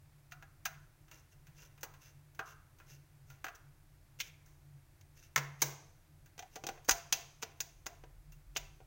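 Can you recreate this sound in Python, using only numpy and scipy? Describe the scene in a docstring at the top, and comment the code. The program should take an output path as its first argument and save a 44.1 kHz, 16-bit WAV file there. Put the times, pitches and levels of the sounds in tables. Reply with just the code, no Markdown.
"""A tiled kitchen, hands at work on a plastic wall switch. The rocker flips with a dull crack over its
hollow box, fingers tick and rub, things knock on the counter, then the cover plate is pressed on and
snaps into place. Each click is a burst of short, crowded modes, brighter for a harder contact, and the
tiles throw it back. Underneath lie still air, a wavering hum and, near the end, a deep rumble."""
import sys
import numpy as np
from scipy import signal
from scipy.fft import rfft, irfft
from scipy.io import wavfile
from scipy.ndimage import uniform_filter1d

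SR = 44100
rng = np.random.default_rng(int(sys.argv[2]) if len(sys.argv) > 2 else 0)


def generate_wav(sig):
    """Save sig (samples, or channels by samples) to the path in sys.argv[1] as 16-bit PCM at SR."""
    pcm = np.round(np.clip(np.atleast_2d(sig).T, -1, 1) * 32767).astype(np.int16)
    wavfile.write(sys.argv[1], SR, pcm)


N = 390725


def amp(db):
    """Decibels to gain."""
    return 10 ** (np.asarray(db) / 20)


def unit_rms(x):
    """Scales to rms 1."""
    return x / np.sqrt(np.mean(x ** 2) + 1e-20)


def curve(points, hz):
    """Reads (f/Hz, value) points on a log-frequency axis."""
    f, value = np.transpose(points)
    return np.interp(np.log(hz + 1), np.log(f + 1), value)


def peaks(resonances, hz):
    """Gain in dB of resonances given as (f/Hz, width/Hz, gain/dB)."""
    return sum(db / (1 + (2 * (hz - f) / width) ** 2) for f, width, db in resonances)


def add(mix, s, sound):
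    """Mixes a sound in at s seconds."""
    part = mix[..., round(s * SR):][..., :sound.shape[-1]]
    part += sound[..., :part.shape[-1]]


def eq(x, points):
    """Filters by a curve of (f/Hz, gain/dB)."""
    return irfft(rfft(x) * amp(curve(points, np.fft.rfftfreq(len(x), 1 / SR))), len(x))


def minimum_phase(db):
    """The filter with this gain that rings only after the blow."""
    log_gain = np.log(amp(np.concatenate([db, db[-2:0:-1]])))
    return np.exp(np.conj(signal.hilbert(log_gain)))[:len(db)]


def drift(rate_hz):
    """Smooth random modulation of rms 1."""
    lowpass = np.exp(-(np.fft.rfftfreq(N, 1 / SR) / rate_hz) ** 2)
    return unit_rms(irfft(rfft(rng.standard_normal(N)) * lowpass, N))


# Room tone EQ: f/Hz, gain/dB
AIR_EQ = [(12, -30), (20, 8.5), (65, -13.5), (88, -2), (113, -8.5), (146, -14.5), (163, -24.5), (177, -23),
          (262, -27.5), (301, -18), (446, -31), (624, -27), (1060, -30.5), (1150, -31), (1480, -30.5),
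          (2140, -32), (2670, -35), (2910, -37.5), (16000, -39)]
def air(level_db=-60.5):
    """Still air: a steady bed of dark noise."""
    return amp(level_db) * unit_rms(eq(rng.standard_normal(N), AIR_EQ))


# Swells of the hum: t/s, lift/dB
HUM_SWELLS = [(.41, 3), (.77, 8.5), (1.49, 9), (2.21, 3), (2.93, 7), (3.29, 11), (3.65, 7.5), (4.73, 11.5),
              (6.17, 4), (8.33, 6)]
def hum(pitch_hz=143.3, level_db=-68, waver_hz=3.5, flutter=0.56, swell_s=0.076):
    """A low sine that wavers in pitch, flutters and swells now and then."""
    t = np.arange(N) / SR
    cycles = np.cumsum(pitch_hz + waver_hz * drift(7.46)) / SR
    swell_db = sum(db * np.exp(-((t - s) / swell_s) ** 2) for s, db in HUM_SWELLS)
    level = amp(level_db + swell_db) * (1 + flutter * drift(19))
    return level * unit_rms(np.sin(2 * np.pi * cycles))


# Fader ride of the rumble: t/s, level/dB
RUMBLE_RIDE = [(0, -70.5), (7.401, -75), (7.9, -56.5), (8.86, -57.5)]
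def rumble():
    """Sub-bass noise that grows near the end."""
    low = eq(rng.standard_normal(N), [(15, -29), (35, 9.5), (52, 0), (90, -26), (300, -67.5)])
    return unit_rms(low) * amp(np.interp(np.arange(N) / SR, *np.transpose(RUMBLE_RIDE)))


# Reverb decay: f/Hz, t60/s
TILE_DECAY = [(150, 0.25), (600, 0.66), (1500, 0.52), (3500, 0.57), (6500, 0.57), (15000, 0.29)]
# Reverb EQ: f/Hz, gain/dB
TILE_EQ = [(150, 7.5), (700, 8), (1400, 3.5), (3000, 1), (6300, -4.5), (10000, -2), (15000, 3.5)]
def tile_reverb(send, build_s=0.0039):
    """Dense reflections build up, then each band dies at its own speed."""
    hz, t, bands = signal.stft(rng.standard_normal(SR), SR, nperseg=256)
    decay = amp(-60 * t / curve(TILE_DECAY, hz)[:, None])
    tail = signal.istft(bands * decay * (1 - np.exp(-t / build_s)), SR, nperseg=256)[1]
    return signal.fftconvolve(send, eq(tail / np.linalg.norm(tail), TILE_EQ))[:N]


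# Fingers sliding over plastic: t/s, length/s, level/dB
STROKES = [(0.311, 0.011, -60), (0.652, 0.0035, -41), (1.102, 0.12, -64), (1.312, 0.033, -66),
           (1.543, 0.14, -60), (1.994, 0.13, -61.5), (2.445, 0.1, -59.5), (2.857, 0.12, -60),
           (3.257, 0.12, -68.5), (3.545, 0.024, -58.5), (4.188, 0.021, -49.5), (4.209, .1, -59.5),
           (5.152, 0.065, -62.5), (5.207, 0.078, -64), (5.587, 0.091, -57.5), (6.5, 0.1, -66),
           (6.879, 0.014, -45), (7.418, 0.0073, -49), (8.55, 0.021, -50)]
# Friction EQ: f/Hz, gain/dB
RUB_EQ = [(180, -32), (300, -19.5), (398, -6), (565, -10.5), (1190, -22.5), (1340, -7), (1780, -8.5),
          (2700, -9.5), (3030, -10.5), (4370, -12.5), (6200, -1), (8360, -20.5), (16000, -11.5)]
# Resonances that rubbing picks out: f/Hz, width/Hz, gain/dB
SQUEAK_MODES = [(2737, 130, 11.5), (6200, 500, 2), (2100, 680, 1.5)]
def finger_rubs(grain_db=3.0, slips_hz=260):
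    """Skin sticks and slips: grainy, faintly squeaky hiss under each stroke."""
    hz = np.fft.rfftfreq(N, 1 / SR)
    slips = rng.standard_normal(N) * amp(grain_db * drift(slips_hz))
    pressure = np.zeros(N)
    for s, length, db in STROKES:
        add(pressure, s, amp(db) * np.sqrt(np.hanning(round(length * SR))))
    colour = amp(curve(RUB_EQ, hz) + peaks(SQUEAK_MODES, hz))
    return pressure * unit_rms(irfft(rfft(slips) * colour, N))


def crowded_modes(t, t60, rise_s=0.00074, spike_db=5, spike_t60=0.0053):
    """Spectrum of a hard little body's short modes: a noise burst with a sharp transient on top."""
    envelope = (1 - np.exp(-t / rise_s)) * (amp(-60 * t / t60) + amp(spike_db - 60 * t / spike_t60))
    modes = rfft(envelope * rng.standard_normal(len(t)))
    return modes / np.sqrt(uniform_filter1d(abs(modes) ** 2, size=70))  # the blow feeds all bands evenly


# Centres of a click's thud, mid, bite, snap and fizz bands: f/Hz
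CLICK_BANDS = [520, 1400, 3200, 6000, 14000]
# Lift of bite, snap and fizz with hardness: slope/(dB per dB)
HARDNESS_LIFT = [0.42, 0.98, 1.02]
# Colour that the tiled corner and the microphone give every click: f/Hz, gain/dB
CLICK_EQ = [(60, -14.5), (150, -11), (255, -12), (340, -5), (480, -5.5), (590, -7), (760, -4.5), (1400, 0),
            (4200, -4.5), (5300, 0), (6400, 8.5), (7100, 0.5), (7800, -5.5), (11000, -12), (13500, -5.5),
            (15600, 3.5)]
def strike(body, db, thud_db, hard_db, treble_db, contact_hz, t60, send_db, contact_db=8, size=8192):
    """One blow, as (direct, reverb send); hardness lifts treble_db: bite, snap and fizz over the mid."""
    t, hz = np.arange(size) / SR, np.fft.rfftfreq(size, 1 / SR)
    modes = crowded_modes(t, t60)
    bands_db = [thud_db, 0, *(np.array(treble_db) + hard_db * np.array(HARDNESS_LIFT))]
    shape_db = db + curve(list(zip(CLICK_BANDS, bands_db)), hz) + curve(CLICK_EQ, hz)
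    contact = [(contact_hz[0], 75, contact_db), (contact_hz[1], 75, 6)]
    ring_db = np.maximum(peaks(body, hz), peaks(contact, hz))
    # each blow wakes some modes more than others
    ring_db += 2 * unit_rms(uniform_filter1d(rng.standard_normal(len(hz)), size=14))
    predelay = np.exp(-2j * np.pi * hz * 0.004)  # 4 ms until the first surface answers
    click = irfft(modes * minimum_phase(shape_db + ring_db))
    pulse = irfft(predelay * minimum_phase(shape_db + ring_db / 2))
    fade = np.minimum(1, 2 - 2 * t / t[-1]) ** 2
    return np.array([click, amp(send_db) * pulse]) * fade


def ring(hz, db, spread_hz, t60, rise_s=0.0047, count=64):
    """A ringing note: a cluster of close modes that beat as they die."""
    t = np.arange(SR * 2 // 3) / SR
    detune, phase = rng.standard_normal((count, 1)), rng.random((count, 1))
    cluster = np.sin(2 * np.pi * ((hz + spread_hz * detune) * t + phase)).sum(0)
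    envelope = amp(-60 * t / t60) * (1 - np.exp(-t / rise_s))
    return amp(db) * envelope * cluster / np.sqrt(np.average(cluster ** 2, weights=envelope ** 2))


# Resonances of the things on the counter: f/Hz, width/Hz, gain/dB
WARE_MODES = [(476, 9.2, 9), (940, 57, 5.5), (1044, 58, 2.5), (1603, 65, -5), (2154, 190, 11.5),
              (3270, 29, -7), (5620, 100, 6.5), (6930, 90, -1)]
# Hits on the counter: t/s, level/dB, thud/dB, bite/dB, hardness/dB, contact f/Hz, t60/s, send/dB
COUNTER_HITS = [(4.2015, -13.5, -9, 14, 6, 2430, 0.067, -18), (4.208, -14.5, -5, 15.5, 5, 2450, 0.042, -23),
                (4.46, -39.5, 0, -5, 5.5, 5860, 0.051, 3.5), (5.011, -38.5, -5, 5.5, 6, 2000, 0.037, -17),
                (5.3604, 11.5, -12, -4.5, -9.5, 1840, 0.029, -17),
                (5.376, 1.5, 3, 1.5, -5.5, 2080, 0.062, -14),
                (5.6186, -3.5, -12, -4, 7, 5600, 0.025, -15.5), (5.621, 0.5, 6, -1.5, 7, 5860, 0.044, -11)]
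# Ring-out of thin ware: t/s, f/Hz, level/dB
WARE_CLINKS = [(4.205, 2390, -58.5), (5.364, 1926, -47.5)]
# Low end under the heavy hits: t/s, level/dB
COUNTER_BOOMS = [(5.363, -39), (5.623, -41.5)]
def counter(boom_hz=141):
    """Things knock on the counter; thin ware rings on, and the counter booms under the heavy ones."""
    out = np.zeros((2, N))
    for s, db, thud_db, bite_db, hard_db, hz, t60, send_db in COUNTER_HITS:
        add(out, s, strike(WARE_MODES, db, thud_db, hard_db, treble_db=[bite_db, -3.5, -6],
                           contact_hz=[hz, 1620], t60=t60, send_db=send_db))
    for s, hz, db in WARE_CLINKS:
        add(out[0], s, ring(hz, db, spread_hz=210, t60=0.55))
    for s, db in COUNTER_BOOMS:
        add(out[0], s, ring(boom_hz, db, spread_hz=0.86, t60=0.54, rise_s=0.0091))
    return out


# The plate over its hollow box, the body of every switch click: f/Hz, width/Hz, gain/dB
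PLATE_MODES = [(331, 54, 4), (449, 39, 8), (784.4, 24, 12.5), (970, 22, 8.5), (1450, 61, 7.5),
               (1602, 51, 5.5), (1974, 33, 8), (2508, 150, 5.5), (2710, 62, 7.5), (4000, 67, 2),
               (4670, 140, 3), (5950, 130, 4), (6040, 200, 1)]
# Finger ticks: t/s, level/dB, hardness/dB, contact f/Hz
FINGER_TICKS = [(1.082, -32, -5, 2770), (1.113, -22, -3, 2770), (1.469, -30, -1, 1590),
                (1.585, -30, -6, 2750), (1.625, -27, -9, 2840), (1.777, -29, -7, 750),
                (1.809, -40, 12.5, 6260), (1.938, -28.5, -3, 1050), (2.348, -36, 2.5, 2220),
                (2.786, -37.5, 4, 1470), (2.8, -23.5, -14, 1370), (3.301, -25, -3, 1420),
                (3.553, -38, 6, 5070), (6.259, -33, 0.5, 1620), (6.8467, -33.5, 6.5, 6400),
                (7.5716, -46, 6, 938), (8.3207, -37, 9, 2730)]
def fingertips(thud_db=-3):
    """Fingertips and nails tick on the plastic, too lightly to wake the box."""
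    out = np.zeros((2, N))
    for s, db, hard_db, hz in FINGER_TICKS:
        add(out, s, strike(PLATE_MODES, db, thud_db, hard_db, treble_db=[0.5, -6.5, -3],
                           contact_hz=[hz, 2760], t60=0.066, send_db=-6, contact_db=13))
    return out


# Bumps of the cover: t/s, level/dB, thud/dB, hardness/dB, hollow note level/dB
COVER_BUMPS = [(6.379, -27.5, 14, 4, -66), (6.391, -17, 4.5, 2, -45), (6.424, -22, 1, -4.5, -42.5),
               (6.557, -23, 14, 8.5, -54), (6.562, -17.5, 13.5, -7, -44), (6.638, -16, 16.5, -1.5, -43),
               (6.667, -14, 9.5, 8, -40), (6.6881, -9, 10, -4.5, -37.5), (6.776, -24.5, 3.5, -21, -55),
               (8.037, -25, 16, -11, -74), (8.803, -32.5, 19, -15, -56)]
def cover_pushes(box_hz=760):
    """The loose cover bumps on the box, which answers with a short hollow note."""
    out = np.zeros((2, N))
    for s, db, thud_db, hard_db, note_db in COVER_BUMPS:
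        add(out, s, strike(PLATE_MODES, db, thud_db, hard_db, treble_db=[3.5, -4, -9],
                           contact_hz=[770, 1560], t60=0.046, send_db=-15.5))
        add(out[0], s, ring(box_hz, note_db, spread_hz=42, t60=0.1, rise_s=0.0064))
    return out


def cover_seating(meet_s=6.885, seat_s=6.911, thump_hz=36, thump_db=-33, thump_t60=0.11):
    """The cover knocks against the wall, then drops home with one heavy, quickly damped swing."""
    out, t = np.zeros(N), np.arange(SR // 2) / SR
    add(out, meet_s, ring(hz=390, db=-34, spread_hz=160, t60=0.04, rise_s=0.003))
    add(out, seat_s, amp(thump_db - 60 * t / thump_t60) * np.sin(2 * np.pi * thump_hz * t))
    return out


# Flips: t/s, level/dB, thud/dB, hardness/dB, hollow note f/Hz, hollow note level/dB
ROCKER_FLIPS = [(0.3201, -11, -37, 0, 1317, -64), (0.4244, -17, -10, -3, 1373, -70),
                (0.6548, 0, -14.5, 8.5, 1488, -54.5), (1.8312, -10.5, 6, 13.5, 1115, -60),
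                (2.3917, -0.5, -4.5, -8, 1320, -48.5), (3.443, -2.5, -3.5, -0.5, 1385, -58),
                (3.466, -7, -11, -6.5, 1388, -59), (3.483, -9.5, -17, -3, 1480, -67)]
def rocker(box_db=-47, box_hz=715):
    """Each flip is a dull crack; the box rings with a hollow note and a lower one tracking its level."""
    out = np.zeros((2, N))
    for s, db, thud_db, hard_db, hollow_hz, hollow_db in ROCKER_FLIPS:
        add(out, s, strike(PLATE_MODES, db, thud_db, hard_db, treble_db=[-7, -17.5, -15.5],
                           contact_hz=[1630, 2850], t60=0.059, send_db=-17, contact_db=10))
        add(out[0], s, ring(hollow_hz, hollow_db, spread_hz=175, t60=0.57))
        add(out[0], s, ring(box_hz, db + box_db, spread_hz=43.2, t60=0.18))
    return out


# Snaps of the catches: t/s, level/dB, thud/dB, bite/dB, hardness/dB, hand pressure/(0-1)
CATCH_SNAPS = [(6.8877, 0.5, 9, -7, -6, 1), (6.893, 12, -10, -5, -7, 1), (6.909, 2, -8.5, 0.5, 1.5, 0),
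               (7.1251, -3, 3, 8, 6.5, 0), (7.4254, -11.5, -1, 2, -3.5, 1),
               (7.4302, -7.5, 5.5, 6, -7, 0.38), (7.6039, -13, 2.5, 5.5, 8.5, 0.24),
               (7.86, -21, 7.5, 3, -3, .3), (7.865, -7.5, 3, 1, -5, 0.3), (8.562, -9, 6.5, 17, -11.5, 0.74),
               (8.5672, -8.5, 0.5, 5.5, 1.5, 0)]
def cover_catches(free_t60=0.049, damping=0.49, send_db=-14, shield_db=-7, box_db=-47, box_hz=690):
    """Catches snap home brightly; a hand on the cover chokes the ring and shields it from the room."""
    out = np.zeros((2, N))
    for s, db, thud_db, bite_db, hard_db, held in CATCH_SNAPS:
        t60 = free_t60 * (1 - damping * held)
        add(out, s, strike(PLATE_MODES, db, thud_db, hard_db, treble_db=[bite_db, 0.5, -4.5],
                           contact_hz=[4950, 6800], t60=t60, send_db=send_db + shield_db * held))
        add(out[0], s, (1 - held) * ring(box_hz, db + box_db, spread_hz=14, t60=0.36))
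    return out


def scene(rub_send_db=-10):
    """Mono mix: the handling and its reverb over the background bed."""
    clicks, send = rocker() + fingertips() + cover_pushes() + cover_catches() + counter()
    rubs = finger_rubs()
    direct = clicks + rubs + cover_seating()
    reverb = tile_reverb(send + amp(rub_send_db) * rubs)
    return (direct + reverb + air() + hum() + rumble())[None]


def record(dry, low_cut_hz=36, high_cut_hz=16000):
    """Master EQ: a gentle low cut and a steep high cut."""
    thinned = signal.sosfilt(signal.butter(2, low_cut_hz, "highpass", fs=SR, output="sos"), dry)
    lowpass = signal.firwin(511, high_cut_hz, window=("kaiser", 9), fs=SR)
    return signal.oaconvolve(thinned, lowpass[None], "same")


dry = scene()
out = record(dry)
generate_wav(out)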